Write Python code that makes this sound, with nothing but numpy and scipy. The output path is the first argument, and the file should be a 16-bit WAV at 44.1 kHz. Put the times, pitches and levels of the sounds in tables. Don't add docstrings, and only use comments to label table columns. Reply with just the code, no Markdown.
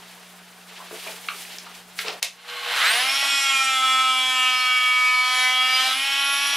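import sys
import numpy as np
from scipy import signal
from scipy.fft import rfft, irfft
from scipy.io import wavfile

SR = 44100
rng = np.random.default_rng(int(sys.argv[2]) if len(sys.argv) > 2 else 0)


def amplitude_ratio(level_db):
    exponent = np.asarray(level_db, float) / 20
    return 10 ** exponent


def waveform_to_disk(signal):
    frames = np.transpose(np.atleast_2d(signal))
    scaled = np.clip(frames, -1, 1) * 32767
    samples = np.round(scaled).astype(np.int16)
    wavfile.write(sys.argv[1], SR, samples)


N = 289296
TIME = np.arange(N) / SR


def in_time(rows):
    return np.interp(TIME, *np.transpose(rows))


def at_hz(points, hz):
    table = np.array(points)
    return np.interp(np.log(hz), np.log(table[:, 0]), table[:, 1])


def fade_in(start_s, length_s):
    return np.clip((TIME - start_s) / length_s, 0, 1)


def bump(s, half_s):
    return np.exp(-((TIME - s) / half_s) ** 2)


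def shifts(rows):
    return sum(db * bump(s, half_s) for s, half_s, db in rows)


def drift(rate_hz):
    knots = rng.standard_normal(int(N / SR * 60) + 60)
    r = np.exp(-2 * np.pi * rate_hz / 60)
    slow = signal.lfilter([1], [1, -r], knots)[58:]
    return np.interp(TIME * 60, np.arange(len(slow)), slow / slow.std())


# (frequency [Hz], side minus mid [dB])
STEREO_SPREAD = [(60, -18), (200, -28), (380, -22), (700, -24), (1290, -13.5), (2380, -17), (4400, -14.5),
                 (9500, -9.5), (10900, -30)]


def noise(colour, edges, wider_db=0., modes=None):
    hz = np.maximum(np.fft.rfftfreq(N, 1 / SR), 1)
    if modes is None:
        gain = amplitude_ratio(at_hz(colour, hz))
    else:
        gain = sum(amplitude_ratio(db) / (1 + (2 * (hz - f) / width) ** 2) for f, width, db in modes)
    mid, side = rfft(rng.standard_normal((2, N))) * gain
    side = side * amplitude_ratio(at_hz(STEREO_SPREAD, hz) + wider_db)
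    pair = np.array([mid + side, mid - side])
    bands = []
    for low, high in zip(edges, edges[1:]):
        band = irfft(pair / (1 + (low / hz) ** 8) / (1 + (hz / high) ** 8), N)
        bands.append(band / band.std())
    return bands


# (time [s], half length [s], level [dB], brightness [dB])
MOVES = [(.05, 0.14, -53.5, -8), (0.81, 0.12, -45.5, -4), (0.96, 0.044, -42.5, 1), (1.088, 0.071, -39, 1.5),
         (1.233, 0.069, -44.5, 0.5), (1.385, 0.081, -41, 2.5), (1.538, 0.07, -42.5, -0.5),
         (1.674, 0.041, -47.5, -7), (1.766, 0.04, -45.5, 0), (2.006, 0.028, -38.5, 5.5),
         (2.077, 0.025, -33.5, -6.5), (2.122, 0.028, -40.5, -5), (2.302, 0.22, -46, -5.5)]
STILL_AIR_DB = (-53.5, -52.5, -55.5)
# (frequency [Hz], density [dB per Hz])
RUSTLE_COLOUR = [(150, -49), (250, -15), (476, -2), (510, -11.5), (662, -1), (1140, -3.5), (3060, -0.5),
                 (5930, -6.5), (9830, -5.5), (16000, -11)]


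def rustle():
    bands = noise(RUSTLE_COLOUR, [250, 1800, 6000, 17000], wider_db=3.0)
    tilts = [(-6, -0.58), (0, 0), (-5, 1)]   # (band level [dB], share of the brightness)
    out = 0
    for band, still_db, (lift_db, lean) in zip(bands, STILL_AIR_DB, tilts):
        power = amplitude_ratio(2 * still_db)
        for s, half_s, db, bright_db in MOVES:
            power = power + amplitude_ratio(2 * (db + lift_db + lean * bright_db)) * bump(s, half_s)
        out = out + np.sqrt(power) * amplitude_ratio(1.7 * drift(43)) * band
    return out * (TIME < 2.6)


# (frequency [Hz], level [dB rms])
HUM = [(119.8, -78), (179.7, -56), (240, -71)]


def hum():
    out = 0
    for hz, db in HUM:
        out = out + np.sqrt(2) * amplitude_ratio(db + 1.1 * drift(3.8)) * np.sin(2 * np.pi * hz * TIME)
    return out


# (time [s], level [dB])
BENCH_SHAKE = [
    (0, -74),
    (2.8, -60.5),
    (3.0, -50),
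    (3.7, -37),
    (5.8, -42.5),
    (6.0, -58),
]
# (frequency [Hz], density [dB per Hz])
RUMBLE_COLOUR = [(20, -7), (90, -5), (130, -2), (200, -4), (400, 1)]


def rumble():
    level_db = in_time(BENCH_SHAKE) + 1.9 * drift(4.5)
    return amplitude_ratio(level_db) * noise(RUMBLE_COLOUR, [15, 450], wider_db=5.0)[0]


# (time [s], level [dB])
GAIN = [
    (0, 0.5),
    (2.197, -0.5),
    (2.204, -11.5),
    (2.3, -9.5),
    (2.75, -11),
    (2.95, -27.5),
    (6.56, -29.5),
]


def background():
    return (rustle() + hum() + rumble()) * amplitude_ratio(in_time(GAIN))


# (time [s], peak level [dB], low edge [Hz], high edge [Hz], decay t60 [s])
KNOCKS = [(0.801, -33, 606, 1100, 0.17), (0.91, -31, 250, 1270, 0.061), (.926, -37.5, 330, 630, 0.089),
          (1.065, -28.5, 250, 1360, 0.087), (1.072, -27, 1970, 3100, 0.056), (1.09, -35, 392, 900, 0.11),
          (1.286, -18, 1100, 1650, 0.029), (1.285, -16, 2200, 3200, 0.033), (1.286, -25.5, 3700, 4400, .03),
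          (1.301, -29, 1100, 1500, .04), (1.45, -29.5, 1700, 3000, .04), (1.585, -19.5, 1680, 6530, 0.014),
          (1.667, -32.5, 870, 1320, 0.039), (1.989, -17.5, 1300, 2460, 0.064),
          (1.9892, -16.5, 2400, 4870, 0.077), (2.045, -33, 348, 910, 0.12), (2.0822, -13, 1900, 4930, 0.02),
          (2.09, -27.5, 346, 1300, 0.24), (2.2212, -23, 600, 4000, .04), (2.2276, -8.5, 1880, 5840, 0.026),
          (2.2314, -15, 2010, 3950, 0.017), (2.235, -24, 2020, 3580, 0.18),
          (2.227, -11.5, 4640, 12400, 0.075), (2.23, -28.5, 490, 1270, 0.096),
          (2.247, -17.5, 2000, 8800, 0.13), (2.448, -37, 895, 3000, .04), (2.499, -24.5, 1200, 5000, 0.026),
          (3.225, -24, 633, 1300, 0.16), (6.47, -26, 6000, 11000, .04)]


def knocks():
    out, t = np.zeros(N + SR), np.arange(SR // 4) / SR
    for s, db, low, high, t60 in KNOCKS:
        band = signal.butter(3, [low, high], "band", fs=SR, output="sos")
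        decay = amplitude_ratio(-60 * t / t60) + 1.5 * amplitude_ratio(-60 * t / .012)
        push = rng.standard_normal(len(t)) * decay
        push[0] = 3.0
        crack = signal.sosfilt(band, push)
        out[round(s * SR):][:len(t)] += amplitude_ratio(db) * crack / abs(crack).max()
    return out[:N]


# (time [s], pitch [Hz], peak level [dB], decay t60 [s])
RINGS = [(.911, 404, -37, .09), (.927, 420, -36, .09), (.93, 651, -40, .06), (1.067, 651, -33, 0.055),
         (1.069, 402, -38, .1), (1.069, 2422, -35, .04), (1.99, 2116, -27, .05), (2.051, 480, -30, .04),
         (2.07, 520, -35, .04), (2.087, 400, -30.5, 0.046), (2.096, 760, -34, .04), (2.115, 600, -34, .05),
         (2.136, 700, -34, .04)]


def rings():
    out, t = np.zeros(N + SR), np.arange(SR // 4) / SR
    for s, hz, db, t60 in RINGS:
        ring = amplitude_ratio(db - 60 * t / t60) * np.sin(2 * np.pi * hz * t)
        out[round(s * SR):][:len(t)] += ring * np.minimum(t * 1000, 1)
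    return out[:N]


def workshop(x, wet_db):
    room_t60_s = 0.22
    t = np.arange(SR // 2) / SR
    decay = amplitude_ratio(-60 * t / room_t60_s) * np.clip(t / 0.0085, 0, 1)
    mid, side = rng.standard_normal((2, len(t))) * decay
    tails = signal.lfilter([.6], [1, -.4], [mid + .25 * side, mid - .25 * side])
    tails = tails / np.linalg.norm(mid)
    return x + amplitude_ratio(wet_db) * signal.fftconvolve(x[None], tails, axes=1)[:, :N]


def spin():
    half_speed_s, spin_up_s = 2.777, .107
    return 1 / (1 + np.exp((half_speed_s - TIME) / spin_up_s))


# (time [s], speed lost [strokes per s])
SAG = [(3.2, -.9), (3.4, 4.8), (3.5, 9.3), (3.6, 13.4), (3.8, 20.5), (4.0, 21.7), (4.8, 29.5), (5.0, 29.9),
       (5.2, 29.5), (5.4, 27.7), (5.6, 26.8), (5.8, 23.7), (5.94, 20.7), (6.0, 11.9), (6.06, 7.3),
       (6.2, 3.9), (6.5, .3), (6.56, 0)]


def strokes():
    free_per_s = 281.5
    speed = free_per_s * spin() - in_time(SAG) * (TIME > 3.1)
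    return np.cumsum(speed * (1 + 0.00055 * drift(14))) / SR


def level(free_db, cut_db, rows):
    full_load_sag = 28.9
    load = np.clip(in_time(SAG) / full_load_sag, 0, 1)
    return free_db + (cut_db - free_db) * load + shifts(rows)


# (time [s], level [dB])
RATTLE = [(2.33, -58), (2.43, -49), (2.5, -35), (2.62, -33), (2.72, -24.5), (2.8, -21.5), (2.88, -19),
          (2.97, -23), (3.28, -26.5), (3.42, -28), (4.0, -33), (5.22, -33.5), (5.4, -28), (5.6, -33.5),
          (5.93, -25), (5.95, -28.5), (6.2, -30), (6.56, -27)]
# (frequency [Hz], density [dB per Hz])
GRIT_COLOUR = [(120, -44), (300, -29.5), (520, -23), (650, -9), (850, -13), (1400, -6.5), (2200, -6.5),
               (3100, -3.5), (3700, -5), (4800, -8.5), (6500, -13.5), (12000, -16), (13500, -25),
               (15800, -25)]
# (frequency [Hz], width [Hz], level [dB])
HOUSING = [(482, 8.7, 2), (837, 12, 0), (1100, 45, -2), (1564, 41, -1.5), (2120, 92, -3), (3000, 55, -1),
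           (4120, 48, -0.5), (10900, 90, -21), (11450, 70, -24), (12000, 83, -18)]
# (time [s], level [dB])
RINGING = [
    (2.33, -59),
    (2.44, -52),
    (2.5, -39),
    (2.7, -33),
    (2.86, -35.5),
    (2.96, -31.5),
    (3.15, -56),
]


def grit(turns):
    rattle_db, slow = in_time(RATTLE), 1 - spin()
    levels = (rattle_db - 12 + 6 * slow,
              rattle_db - 3.5,
              0.74 * (rattle_db + 30) - 37 - 7 * slow)
    bands = noise(GRIT_COLOUR, [90, 1800, 4300, 17000])
    rough = sum(amplitude_ratio(db + drift(18)) * band for db, band in zip(levels, bands))
    throb = 1 + 0.13 * np.cos(2 * np.pi * turns) + 0.055 * np.cos(4 * np.pi * turns)
    ringing = amplitude_ratio(in_time(RINGING) + 0.56 * drift(15)) * noise(None, [100, 17000], modes=HOUSING)[0]
    return (rough * throb + ringing * (TIME < 3.2)) * fade_in(2.28, 0.049)


def overtone(k, db, turns, wobble):
    phase = 2 * np.pi * (k * turns + rng.random() + wobble * drift(25))
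    side = amplitude_ratio(at_hz(STEREO_SPREAD, 260 * k)) * np.cos(phase + rng.uniform(-.4, .4))
    side = side * rng.choice([-1, 1])
    return np.sqrt(2) * amplitude_ratio(db) * (np.sin(phase) + side * np.array([[1], [-1]]))


SINGERS = (5, 9, 11, 13, 1, 3, 20, 40, 4, 7)
# (running free [dB], in the cut [dB])
SINGER_DB = [(-36, -26.5), (-34.5, -26), (-40, -30), (-48.5, -28.5), (-55, -54.5), (-41.5, -36.5),
             (-34.5, -49), (-35, -49.5), (-38.5, -34.5), (-36, -35.5)]
# (time [s], half length [s], level [dB])
BOWL_SHIFTS = [
    [(3.87, 0.29, 8.5), (4.25, 0.078, -12), (5.45, 0.1, -6), (5.92, 0.38, -3.5), (6.3, 0.1, 6.5),
     (3.32, 0.092, 3), (5.98, .045, -5)],
    [(3.08, 0.044, 7), (3.13, .03, -2), (3.51, .012, -12), (3.655, 0.011, -8), (5.82, 0.0073, -12),
     (5.92, .012, -6), (6.55, .06, -3), (3.42, 0.039, 6.5), (3.59, 0.067, 7), (3.8, 0.03, -14),
     (5.03, 0.39, 6), (5.3, 0.065, -5), (5.47, 0.039, 2.5), (5.94, 0.056, -9), (6.27, 0.1, 2.5),
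     (3.2, 0.054, -12), (6.47, 0.088, -5), (6.13, .08, -8), (5.2, .04, 2.5), (5.86, .03, 4)],
    [(5.68, 0.052, 3), (4.42, 0.084, 6.5), (5.3, 0.12, -16), (5.08, 0.13, -9), (5.3, 0.079, -5),
     (6.29, 0.15, 5), (6.5, .08, -7), (5.45, 0.091, -4), (3.6, .03, -5), (4.29, 0.055, -12)],
    [(3.3, 0.055, 9), (2.88, .08, 6), (3.65, .09, -4.5), (3.85, 0.22, 9), (4.25, 0.13, 7),
     (5.1, 0.092, -13), (5.6, .06, 6.5), (4.59, 0.026, -12), (6.33, .08, 13), (5.2, .04, -7),
     (3.6, .015, -9)],
]
# (time [s], half length [s], level [dB])
TOOL_SHIFTS = [
    [(4.97, 0.36, -20), (5.53, 0.18, -6), (3.8, 0.06, -2), (3.45, .05, -11), (6.08, 0.034, -7)],
    [(4.94, 0.38, -12.5), (2.95, 0.13, 9.5), (3.27, 0.12, -2), (5.87, 0.05, 2), (5.42, 0.091, 3.5),
     (6.0, 0.043, -5.5)],
    [(5.8, .07, 8), (3.26, 0.21, 3.5), (5.4, 0.14, -12), (4.56, 0.045, 10), (2.95, 0.056, -16),
     (2.89, 0.025, 11), (2.76, .03, 6)],
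    [(2.92, 0.063, 6), (3.14, 0.39, -2.5), (6.12, 0.09, -7.5), (5.97, .04, 5), (5.4, 0.11, 9),
     (4.4, 0.054, 5.5), (3.3, .03, -14), (3.7, .04, -4), (4.7, .05, -6)],
    [(3.706, 0.11, -17.5), (3.43, 0.059, -12), (4.774, 0.18, -11), (2.94, 0.06, 6), (5.68, 0.092, -9),
     (5.98, 0.16, -9.5), (6.35, 0.16, 5)],
    [(5.43, 0.07, 5.5), (3.8, .06, -15), (4.12, 0.12, -15), (4.4, .1, 2), (5.93, 0.06, -16), (6.9, .15, -5),
     (6.45, 0.055, -6), (2.85, .05, 4.5), (3.12, 0.073, -7)],
    [(6.0, 0.11, -6.5), (6.3, 0.42, -2.5)],
]
# (time [s], rise [s])
WHINE_WAKES = (2.783, .1)
# (time [s], half length [s], level [dB])
SWEEP_FLARE = [
    (2.87, .09, 4.5),
]
# (time [s], half length [s], extra flutter [dB])
STUTTERS = [
    (3.297, 0.45, 2.5),
    (5.844, 0.18, 2.5),
]


def singers(turns, ragged):
    levels = {}
    for k, db, rows in zip(SINGERS, SINGER_DB, list(BOWL_SHIFTS) + list(TOOL_SHIFTS)):
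        levels[k] = level(*db, rows)
        if k <= 5:
            levels[k] = levels[k] - 32 * (1 - spin())
    levels[40] = levels[40] - 19.0 * (1 - fade_in(*WHINE_WAKES))
    for k in (5, 7, 9, 11):
        levels[k] = levels[k] + shifts(SWEEP_FLARE)
    levels[2] = levels[3] - 16.5
    out = 0
    for k, db in levels.items():
        if k < 20:
            flutter_db = (1.2 + shifts(STUTTERS)) * drift(11)
        else:
            flutter_db = 3.5 * drift(20)
        out = out + overtone(k, db + flutter_db, turns, ragged)
    return out


# (running free [dB], in the cut [dB])
EVEN_DB = (-30, -32)
# (time [s], half length [s], level [dB])
BLADE_SHIFTS = [
    [(2.95, .1, -8), (3.35, 0.33, -7), (3.45, .05, 6), (3.07, .03, 8), (4.2, 0.056, -3), (4.7, .05, 5),
     (5.12, .1, -6), (5.45, 0.087, 7), (5.85, 0.096, 4), (6.0, .05, -6), (6.35, .3, 4)],
    [(3.1, 0.054, 4.5), (3.47, .09, 6.5), (3.82, 0.22, 3.5), (4.1, 0.074, -6), (4.7, 0.49, -9),
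     (5.18, 0.078, -14), (5.45, .09, 9), (5.87, .06, -6), (6.3, .05, -10), (6.15, 0.055, -4),
     (3.06, .04, -4), (6.5, .1, -3), (3.6, .02, -4)],
    [(3.05, .12, -8), (3.5, 0.054, 6), (3.7, .06, 3), (4.15, 0.073, -10), (4.45, 0.14, 6.5), (5.1, .05, 7),
     (5.2, .05, -4), (5.55, .08, -8), (5.9, 0.045, -6), (6.45, .1, -13), (6.1, .08, 4.5), (4.65, .05, 4),
     (5.63, .05, 4)],
    [(3.03, .12, -2), (3.3, .1, 5.5), (3.5, 0.055, 7.5), (3.73, 0.1, -6), (3.98, 0.094, -12),
     (4.47, 0.074, 3.5), (4.4, .06, 3), (5.04, .08, -6), (5.8, .05, 6.5), (6.0, .06, -9), (6.3, .2, -5.5),
     (6.1, 0.087, -7), (3.54, 0.019, -10), (3.42, .012, -11), (3.2, 0.087, -5)],
]


def blade(turns, ragged):
    out = 0
    for k, lift_db, rows in zip((6, 8, 10, 12), (-9.5, -5.0, -5.5, -2.0), BLADE_SHIFTS):
        db = level(*EVEN_DB, rows) + shifts(SWEEP_FLARE) + lift_db
        out = out + overtone(k, db + 2.1 * drift(10), turns, ragged)
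    return out


HALVES = (8.5, 9.5, 10.5, 11.5, 12.5)
# (time [s], half length [s], level [dB])
HALF_SHIFTS = [
    [(4, 0.076, 10), (5.6, .12, 6), (6.5, .12, 6)],
    [(3.85, .15, -10), (4.8, .7, -3), (5.7, .1, -6), (6.15, .1, 3), (6.4, .15, 7)],
    [(3.9, .3, -6), (5.5, .15, -7), (6.2, .08, 2)],
    [(3.25, .13, 5), (3.75, .06, -5), (4.3, .15, -6), (6.1, 0.091, 11), (6.5, .1, 4)],
    [(3.8, .12, 7), (4.55, .35, 7), (5.55, .06, 4)],
]


def drive_play(turns, ragged):
    play_db = -45.5 + 0.51 * (in_time(RATTLE) + 32)
    out = 0
    for k, rows in zip(HALVES, HALF_SHIFTS):
        out = out + overtone(k, play_db + shifts(rows) + 1.8 * drift(6.2), turns, ragged + 0.13)
    return out


# (multiple of the stroke rate, level [dB])
UPPER_COLOUR = [(14, 7.5), (17, 1), (21, 2.5), (24, -6.5), (28, -3), (31, -5.5), (34, -14), (45, -19)]
# (running free [dB], in the cut [dB])
UPPER_DB = (-51, -48.5)
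# (time [s], level [dB])
BLADE_TIP = [
    (3.1, -10),
    (3.3, 5.5),
    (4.4, 3.5),
    (4.7, -1),
    (5.9, -2.5),
]
TEETH = (14, 15, 16, 17, 19, 21, 23)
# (time [s], half length [s], level [dB])
TEETH_SHIFTS = [
    [(3.45, .2, -3), (4.17, .15, 4), (4.8, .15, -6), (5.2, .05, 7), (6.0, .04, -7), (6.2, .15, 5),
     (4.45, .06, 5), (2.88, .08, 4)],
    [(5.42, 0.038, 7), (4.87, 0.11, -12), (5.2, .05, -9), (5.9, .04, 7)],
    [(3.8, .08, -8), (5.8, 0.16, 9)],
    [(5.28, 0.22, 9), (4.6, .12, 5), (2.8, .098, -19), (3.1, .15, -5), (3.73, .08, -9), (4.6, 0.088, 5.5)],
    [(3.38, 0.082, 7), (5.17, 0.21, 6.5), (5.75, 0.15, 11.5), (3.8, 0.27, -5), (4.9, 0.067, -9)],
    [(4.6, 0.04, 9.5), (3.45, .05, 9), (3.64, 0.023, 11.5), (3.15, .15, -10), (4.49, .1, -5),
     (6.0, .07, -10)],
    [(4.5, 0.13, 8.6), (5.38, 0.27, 8), (5.8, 0.13, 7)],
]
TIP = (18, 22, 24, 25, 26, 27, 28, 29, 30, 31, 32, 33, 34)
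# (time [s], half length [s], level [dB])
TIP_SHIFTS = [
    [(3.45, .15, 3), (5.75, .18, 7)],
    [(3.63, .12, 12), (3.25, .1, -4)],
    [(5.1, .17, 8)],
    [(3.6, 0.085, 5.5), (5.4, .1, 3), (3.4, .15, -5)],
    [(3.5, .17, 5), (5.6, .1, 4)],
    [(3.45, .2, 7), (4.2, .09, -8), (5.2, .4, -4)],
    [(3.6, .15, 4), (5.4, .1, 8)],
    [(3.88, 0.25, 6), (4.4, .09, 6), (3.5, .15, -8), (4.62, .08, -6)],
    [(4.4, .1, 12), (5.1, .3, 7)],
    [(3.5, .15, 5), (4.75, .15, -5)],
    [(4.2, .15, 8), (3.25, .15, -6)],
    [(4.05, .17, 5), (4.85, .15, 5), (3.3, .15, -5)],
    [(3.4, .1, 7), (5.4, .1, 13), (4.2, .3, 4)],
]


def teeth_and_tip(turns, ragged):
    upper_db = level(*UPPER_DB, TOOL_SHIFTS[6])
    upper_db = upper_db + 0.88 * (in_time(RATTLE) + 32) * fade_in(2.67, 0.67)
    contact = {**dict(zip(TEETH, TEETH_SHIFTS)), **dict(zip(TIP, TIP_SHIFTS))}
    out = 0
    for k in range(14, 45):
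        if k in (20, 40):
            continue
        odd_db = 2.5 if k % 2 else -2.5
        colour_db = np.interp(k, *np.transpose(UPPER_COLOUR)) + odd_db + in_time(BLADE_TIP) * (k > 23)
        flutter_db = 2.8 * drift(20) if k in contact else 4 * drift(3.5)
        db = upper_db + shifts(contact.get(k, [])) + colour_db + flutter_db
        out = out + overtone(k, db, turns, ragged + .06)
    return out


# (time [s], level [dB])
WHINE_60 = [
    (2.72, -60),
    (2.8, -47),
    (2.83, -41),
    (2.86, -50),
    (2.91, -40),
    (2.94, -48),
    (3.03, -52),
    (3.12, -62),
    (4.8, -65),
    (6.56, -70),
]


def whine(turns, ragged):
    return overtone(60, in_time(WHINE_60) + 5 * drift(25), turns, ragged + .1)


def buzz(turns):
    ragged = .03 + .05 * (1 - fade_in(2.84, .12))
    out = singers(turns, ragged) + blade(turns, ragged) + drive_play(turns, ragged)
    out = out + teeth_and_tip(turns, ragged) + whine(turns, ragged)
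    return out * fade_in(2.69, 0.16)


def vents():
    narrow = [(hz, width_hz / 2, db) for hz, width_hz, db in HOUSING[-3:]]
    whistle = noise(None, [100, 17000], modes=narrow)[0]
    return amplitude_ratio(-50 + 3 * drift(20)) * bump(2.9, .17) * whistle


# (time [s], level [dB rms])
SLAP = [
    (3.05, -60),
    (3.17, -33),
    (3.3, -31),
    (3.45, -42),
    (5.9, -50),
    (5.99, -31),
    (6.05, -29),
    (6.17, -27),
    (6.28, -32),
    (6.56, -31),
]
# (frequency [Hz], width [Hz], level [dB])
SLAP_MODES = [(2450, 450, -3), (3100, 450, 0)]


def slaps(turns):
    alternate_db, scatter_db, jitter_s = 3.5, 1.6, .00004
    at = np.flatnonzero(np.diff(np.floor(turns)))
    size_db, late = rng.standard_normal((2, len(at)))
    swing = np.cos(np.pi * np.cumsum(rng.random(len(at)) > .06))
    clicks = np.full(N, 1e-18)
    places = np.clip(at + (late * jitter_s * SR).astype(int), 0, N - 1)
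    clicks[places] = amplitude_ratio(alternate_db * swing + scatter_db * size_db)
    out = 0
    for i, (hz, width_hz, db) in enumerate(SLAP_MODES):
        r = np.exp(-np.pi * width_hz / SR)
        poles = [1, -2 * r * np.cos(2 * np.pi * hz / SR), r * r]
        mode = signal.lfilter([1, 0, -1], poles, clicks) * (1 - r * r)
        out = out + (-1) ** i * amplitude_ratio(db) * mode
    out = signal.sosfilt(signal.butter(2, [1500, 4200], "band", fs=SR, output="sos"), out)
    return workshop(amplitude_ratio(in_time(SLAP)) * out / out[N // 2:].std(), wet_db=-12)


def scene():
    turns = strokes()
    tool = (buzz(turns) + grit(turns)) * amplitude_ratio(np.array([[-.3], [.3]]))
    duck = np.where(TIME < 2.224, amplitude_ratio(in_time(GAIN)), 1)
    handling = workshop(knocks() + rings(), wet_db=-3.0) * duck
    return background() + handling + tool + vents() + slaps(turns)


def low_pass(x):
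    return signal.sosfilt(signal.butter(12, 17010, fs=SR, output="sos"), x)


def record(dry):
    top_cut = signal.cheby2(20, 60, 16050, fs=SR, output="sos")
    mix = signal.sosfilt(top_cut, dry)
    return low_pass(mix)


dry = scene()
out = record(dry)
waveform_to_disk(out)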